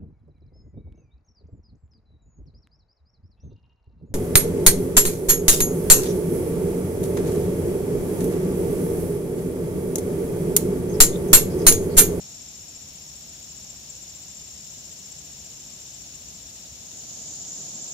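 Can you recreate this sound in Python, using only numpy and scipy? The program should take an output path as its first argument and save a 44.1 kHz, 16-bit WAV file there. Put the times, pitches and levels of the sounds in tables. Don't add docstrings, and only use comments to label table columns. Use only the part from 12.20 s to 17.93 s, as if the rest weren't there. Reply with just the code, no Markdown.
import sys
import numpy as np
from scipy import signal
from scipy.fft import rfft, irfft, next_fast_len
from scipy.io import wavfile
from scipy.ndimage import uniform_filter1d

SR = 44100
rng = np.random.default_rng(int(sys.argv[2]) if len(sys.argv) > 2 else 0)


def magnitude_from_level(level_db):
    exponent = np.asarray(level_db, float) / 20
    return 10 ** exponent


def dump(signal):
    limited = np.clip(np.atleast_2d(signal).T, -1, 1)
    pcm = np.round(limited * 32767).astype(np.int16)
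    wavfile.write(sys.argv[1], SR, pcm)


N = 252693
TIME_S = np.arange(N) / SR
PADDED = next_fast_len(N)
BIN_HZ = np.arange(PADDED // 2 + 1) * SR / PADDED
SIDES = np.array([[1], [-1]])


def at_hz(points, hz):
    table_hz, values = np.transpose(points)
    return np.interp(np.log(hz), np.log(table_hz), values)


def drift(per_s):
    total = 0
    for rate in (per_s, per_s / np.e):
        count = int(N / SR * rate) + 2
        total = total + np.interp(TIME_S * rate, np.arange(count), rng.standard_normal(count))
    return total / np.sqrt(4 / 3)


def zoom(rest, start_s, settle_s, full):
    since_s = np.maximum(TIME_S - start_s, 0)
    return np.clip(rest + (full - rest) * (1 - np.exp(-since_s / settle_s)), 0, 1)


# pitch in Hz, likeness from -1 to 1 (no unit).
SIDE_LIKENESS = [(60, 1), (130, 0.98), (290, 0.95), (640, 0.9), (1410, -0.14), (3100, 0.045),
                 (6820, -0.035), (15000, -0.068)]


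def coloured(white, spectrum, level_db, lean):
    hz = np.maximum(BIN_HZ, 1)
    inside = (hz > spectrum[0][0]) & (hz < spectrum[-1][0])
    gain = magnitude_from_level(at_hz(spectrum, hz)) * inside
    gain = gain / np.sqrt(np.mean(gain ** 2))
    alike = np.clip(at_hz(SIDE_LIKENESS, hz), -1, 1)
    mid, side = rfft(white, PADDED)
    pair = np.sqrt(1 + alike) * mid + SIDES * np.sqrt(1 - alike) * side
    pair = pair * magnitude_from_level(SIDES * at_hz(lean, hz) / 2)
    return magnitude_from_level(level_db) * irfft(pair * gain, PADDED)[:, :N]


# pitch in Hz, left minus right in dB.
LEAN_UNFOCUSED = [(60, 3), (130, -1), (290, -1), (640, 0), (1410, 0.0), (3100, 0.5), (6820, 3.5),
                  (15000, 18)]
LEAN_FOCUSED = [(60, 1.0), (180, -0.5), (550, 0.0), (1650, -0.65), (4970, 1), (15000, -2.3)]


def focused(white, focus, wide, wide_db, ahead, ahead_db):
    around = coloured(white, wide, wide_db, LEAN_UNFOCUSED)
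    in_front = coloured(white, ahead, ahead_db, LEAN_FOCUSED)
    return (1 - focus) * around + focus * in_front


# pitch in Hz, level in dB.
HISS_SPECTRUM = [(7500, -35), (8600, -4.5), (9100, -4.5), (10800, 0.5), (12000, -1.5), (13400, -0.5),
                 (13750, 0.5), (14100, 0), (14600, 2.5), (14900, -3.5), (15400, -1), (15750, -4)]


def top_hiss():
    white = rng.standard_normal((2, N)) * magnitude_from_level(0.29 * drift(18))
    return coloured(white, HISS_SPECTRUM, -61, LEAN_FOCUSED)


# pitch in Hz, level in dB.
AIR_UNFOCUSED = [(15, -41), (25, -30), (52, -3), (70, 2), (112, -5.5), (152, -3.5), (343, -15.5),
                 (374, -17.5), (693, -19), (1170, -23.5), (1990, -20.5), (2890, -15.5), (3160, -17.5),
                 (3530, -15), (4800, -18.5), (6240, -23), (10600, -120)]
AIR_FOCUSED = [(15, -63), (25, -5), (70, -24), (149, -0.5), (427, -11.5), (607, -10.5), (678, -7),
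               (902, -17.5), (2170, -23), (2370, -18.5), (2710, -19.5), (3530, -12.5), (4800, -13.5),
               (6240, -33), (10600, -120)]
# at rest (0-1), start in seconds, settling in seconds, full (0-1).
AIR_ZOOM = (0.16, 4.54, 1.4, 1.16)


def road_and_air():
    white = rng.standard_normal((2, N)) * magnitude_from_level(0.19 * drift(3.14))
    return focused(white, zoom(*AIR_ZOOM), AIR_UNFOCUSED, -53.5, AIR_FOCUSED, -49)


def far_strokes(white, per_s, stroke_s, wash):
    spectrum, out = rfft(white, PADDED), white
    edges_hz = np.arange(4500, 8501, 500)
    half_stroke = int(stroke_s * SR / 2)
    for low, high in zip(edges_hz, edges_hz[1:]):
        born = (rng.random(N) < per_s / SR) * rng.exponential(1, N)
        strokes = uniform_filter1d(uniform_filter1d(born, half_stroke), half_stroke)
        power = wash + (1 - wash) * np.maximum(strokes, 0) / np.mean(strokes)
        band = irfft(spectrum * ((BIN_HZ >= low) & (BIN_HZ < high)), PADDED)[:, :N]
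        out = out + (np.sqrt(power) - 1) * band
    return out


# time in seconds, change in dB.
CHORUS_SWELL = [(0, 1.5), (1, 1.2), (1.6, 2), (3.2, 2.5), (4.2, 2)]
# pitch in Hz, level in dB.
CHORUS_UNFOCUSED = [(2710, -27), (4600, -11), (4950, -11.5), (5380, -1.5), (5590, -4.5), (5990, -3.5),
                    (6350, -1), (6560, -0.5), (6750, 2), (7180, 0), (7640, -6.5), (7890, -10.5),
                    (8800, -24), (11400, -33), (19400, -120)]
CHORUS_FOCUSED = [(2710, -40), (4600, -17), (4920, -16.5), (5230, -11.5), (5650, -8), (6340, -5), (6690, 0),
                  (7120, 2), (7640, -15), (7770, -13.5), (8340, -22), (8590, -41), (8800, -56),
                  (11400, -65), (19400, -120)]


def far_chorus(focus):
    swell_db = np.interp(TIME_S, *np.transpose(CHORUS_SWELL))
    white = rng.standard_normal((2, N))
    buzz = far_strokes(white, per_s=90, stroke_s=0.0089, wash=0.73) * magnitude_from_level(0.27 * drift(11))
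    return magnitude_from_level(swell_db) * focused(buzz, focus, CHORUS_UNFOCUSED, -50, CHORUS_FOCUSED, -39)


# pitch in Hz, width in Hz, left in dB, right in dB.
RASP_RESONANCES = [(2964, 380, -0.5, -5), (3600, 117, -0.5, -7.5), (4074, 510, -16.5, -0.5)]


def throbber():
    beats_per_s, beats_behind, loudest_s, sway_s = 11.49, .28, 2.13, 1.3
    growth_db = 12 * np.minimum(TIME_S / loudest_s - 1, 0)
    sway_db = -0.5 * np.cos(2 * np.pi * (TIME_S - loudest_s) / sway_s)
    beat = np.cos(np.pi * (beats_per_s * TIME_S - beats_behind)) ** 4
    out = np.zeros((2, N))
    for hz, width_hz, left_db, right_db in RASP_RESONANCES:
        edges_hz = [hz - width_hz / 2, hz + width_hz / 2]
        band = signal.butter(2, edges_hz, "band", fs=SR, output="sos")
        rasp = signal.sosfilt(band, rng.standard_normal((2, N)))
        out += magnitude_from_level(np.array([[left_db], [right_db]])) * rasp / np.std(rasp)
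    return magnitude_from_level(-58.5 + growth_db + sway_db) * beat * out


def singer(song, voice, levels, focus):
    start, end, per_s, slowing, behind = song
    pitch_hz, climb_hz, stroke_s, glide_hz, uneven_db = voice
    left_db, right_db, overtone_db, tiring_db, overtone_lean_db = levels
    count = per_s * TIME_S - slowing * TIME_S ** 2 / 2 - behind + 3
    stroke = np.round(count).astype(int)
    chance = rng.standard_normal((stroke.max() + 1, 6))[stroke].T
    from_middle_s = (count - stroke) / per_s
    place = np.clip(from_middle_s / stroke_s + .04 * chance[0], -.5, .5)
    along = (TIME_S - from_middle_s - start) / (end - start)
    shape = np.cos(np.pi * place) ** 2 * (along > 0) * (along < 1)
    onset_db = -23 * np.clip(1 - along / 0.11, 0, 1) * (start > 0)
    ending_db = -7 * np.clip(1 - (1 - along) / 0.017, 0, 1)
    effort_db = onset_db + ending_db - tiring_db * (TIME_S - start)
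    hz = pitch_hz + climb_hz * (TIME_S - start) + 15 * chance[1] + glide_hz * place
    phase = 2 * np.pi * np.cumsum(hz) / SR
    paths = np.array([np.pi * chance[2], np.pi * chance[2] + 1.2 * chance[3]])
    strength = magnitude_from_level(effort_db + uneven_db * (chance[4] + 0.13 * SIDES * chance[5]))
    tone = magnitude_from_level([left_db + 3 * focus, right_db + 16.5 * focus]) * np.sin(phase + paths)
    overtone_level = magnitude_from_level(overtone_db - 10 * focus + SIDES * overtone_lean_db / 2)
    overtone = overtone_level * np.sin(2 * (phase + paths))
    return strength * shape * (tone + overtone)


def foliage(x, t60, level_db):
    tail_s = np.arange(int(.4 * SR)) / SR
    tail = rng.standard_normal((2, len(tail_s))) * magnitude_from_level(-60 * tail_s / t60) * (tail_s > .004)
    tail = tail / np.sqrt(np.sum(tail ** 2, axis=1, keepdims=True))
    return magnitude_from_level(level_db) * signal.fftconvolve(x, tail, axes=1)[:, :N]


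# start in seconds, end in seconds,
# strokes per second at time 0, slowing in strokes per second each second, strokes behind at time 0.
SINGER_SONGS = [
    (0, 4.47, 14.963, .101, .32),
    (4.9, 6, 15.1, 0, 1.87),
    (.85, 4.75, 15.53, 0, 1.4),
    (0, .75, 15.65, 0, .9),
    (.4, 3.4, 15.045, 0, .05),
    (0, 4.5, 76.376, -.12, .09),
    (0, 6, 42.925, 0, .33),
    (0, 6, 86.01, 0, -.4),
    (0, 6, 45.75, .07, .6),
    (0, 6, 43.04, 0, .2),
]
# pitch in Hz, climb in Hz per second, stroke length in seconds, glide in Hz,
# unevenness in dB.
SINGER_VOICES = [(7382, 0, .028, 110, 1.2), (7388, 5, .028, 110, 1.2), (7372, 19, .022, 150, 1.2),
                 (7400, 0, .018, 130, 1.5), (7300, 5, .030, 100, .3), (5508, 4, .0100, -220, 1.2),
                 (6890, -3, .016, -80, 1.5), (5465, -4, .0095, -200, .5), (6400, 0, .012, -100, 3),
                 (6815, 0, .016, -80, 1.5)]
# left in dB, right in dB, octave overtone in dB, tiring in dB per second,
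# overtone lean to the left in dB.
SINGER_LEVELS = [(-36.5, -48.5, -77, 0.5, 10), (-39, -49, -70, -4, 4), (-36, -46.5, -59, 1.2, 6),
                 (-40, -54, -62, 3, 3), (-72, -72, -53, 2.1, 2), (-41, -48.5, -71, 0.7, 0),
                 (-51, -45, -58, 1, -1), (-47.5, -56.5, -76, 0.3, 4), (-49, -58, -84, 6, 4),
                 (-46, -60, -73, 0.5, -2)]


def near_singers(focus):
    direct = sum(singer(*rows, focus) for rows in zip(SINGER_SONGS, SINGER_VOICES, SINGER_LEVELS))
    return direct + foliage(direct, t60=0.13, level_db=-17.5)


# at rest (0-1), start in seconds, settling in seconds, full (0-1).
SONG_ZOOM = (0.063, 4.58, 0.53, 0.8)


def scene():
    focus = zoom(*SONG_ZOOM)
    background = top_hiss() + road_and_air() + far_chorus(focus)
    return background + throbber() + near_singers(focus)


def flickering_top(x):
    high_pass = signal.ellip(10, .01, 60, 15080, "high", fs=SR, output="sos")
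    top = signal.sosfiltfilt(high_pass, x)
    frame_s = np.arange(N // 1024 + 2) * 1024 / SR
    kept_chance = .5 * (1 - ((frame_s - 3.3) / 3.6) ** 2)
    dropped = rng.random(len(frame_s)) > kept_chance
    gate = np.repeat(dropped, 1024)[622:N + 622] * 1.
    return x - top * uniform_filter1d(gate, 300)


def low_pass(x):
    return signal.sosfilt(signal.butter(12, 15670, fs=SR, output="sos"), x)


def record(dry):
    rumble_cut = signal.butter(3, 36, "high", fs=SR, output="sos")
    mix = flickering_top(signal.sosfilt(rumble_cut, dry))
    return low_pass(mix)


dry = scene()
out = record(dry)
dump(out)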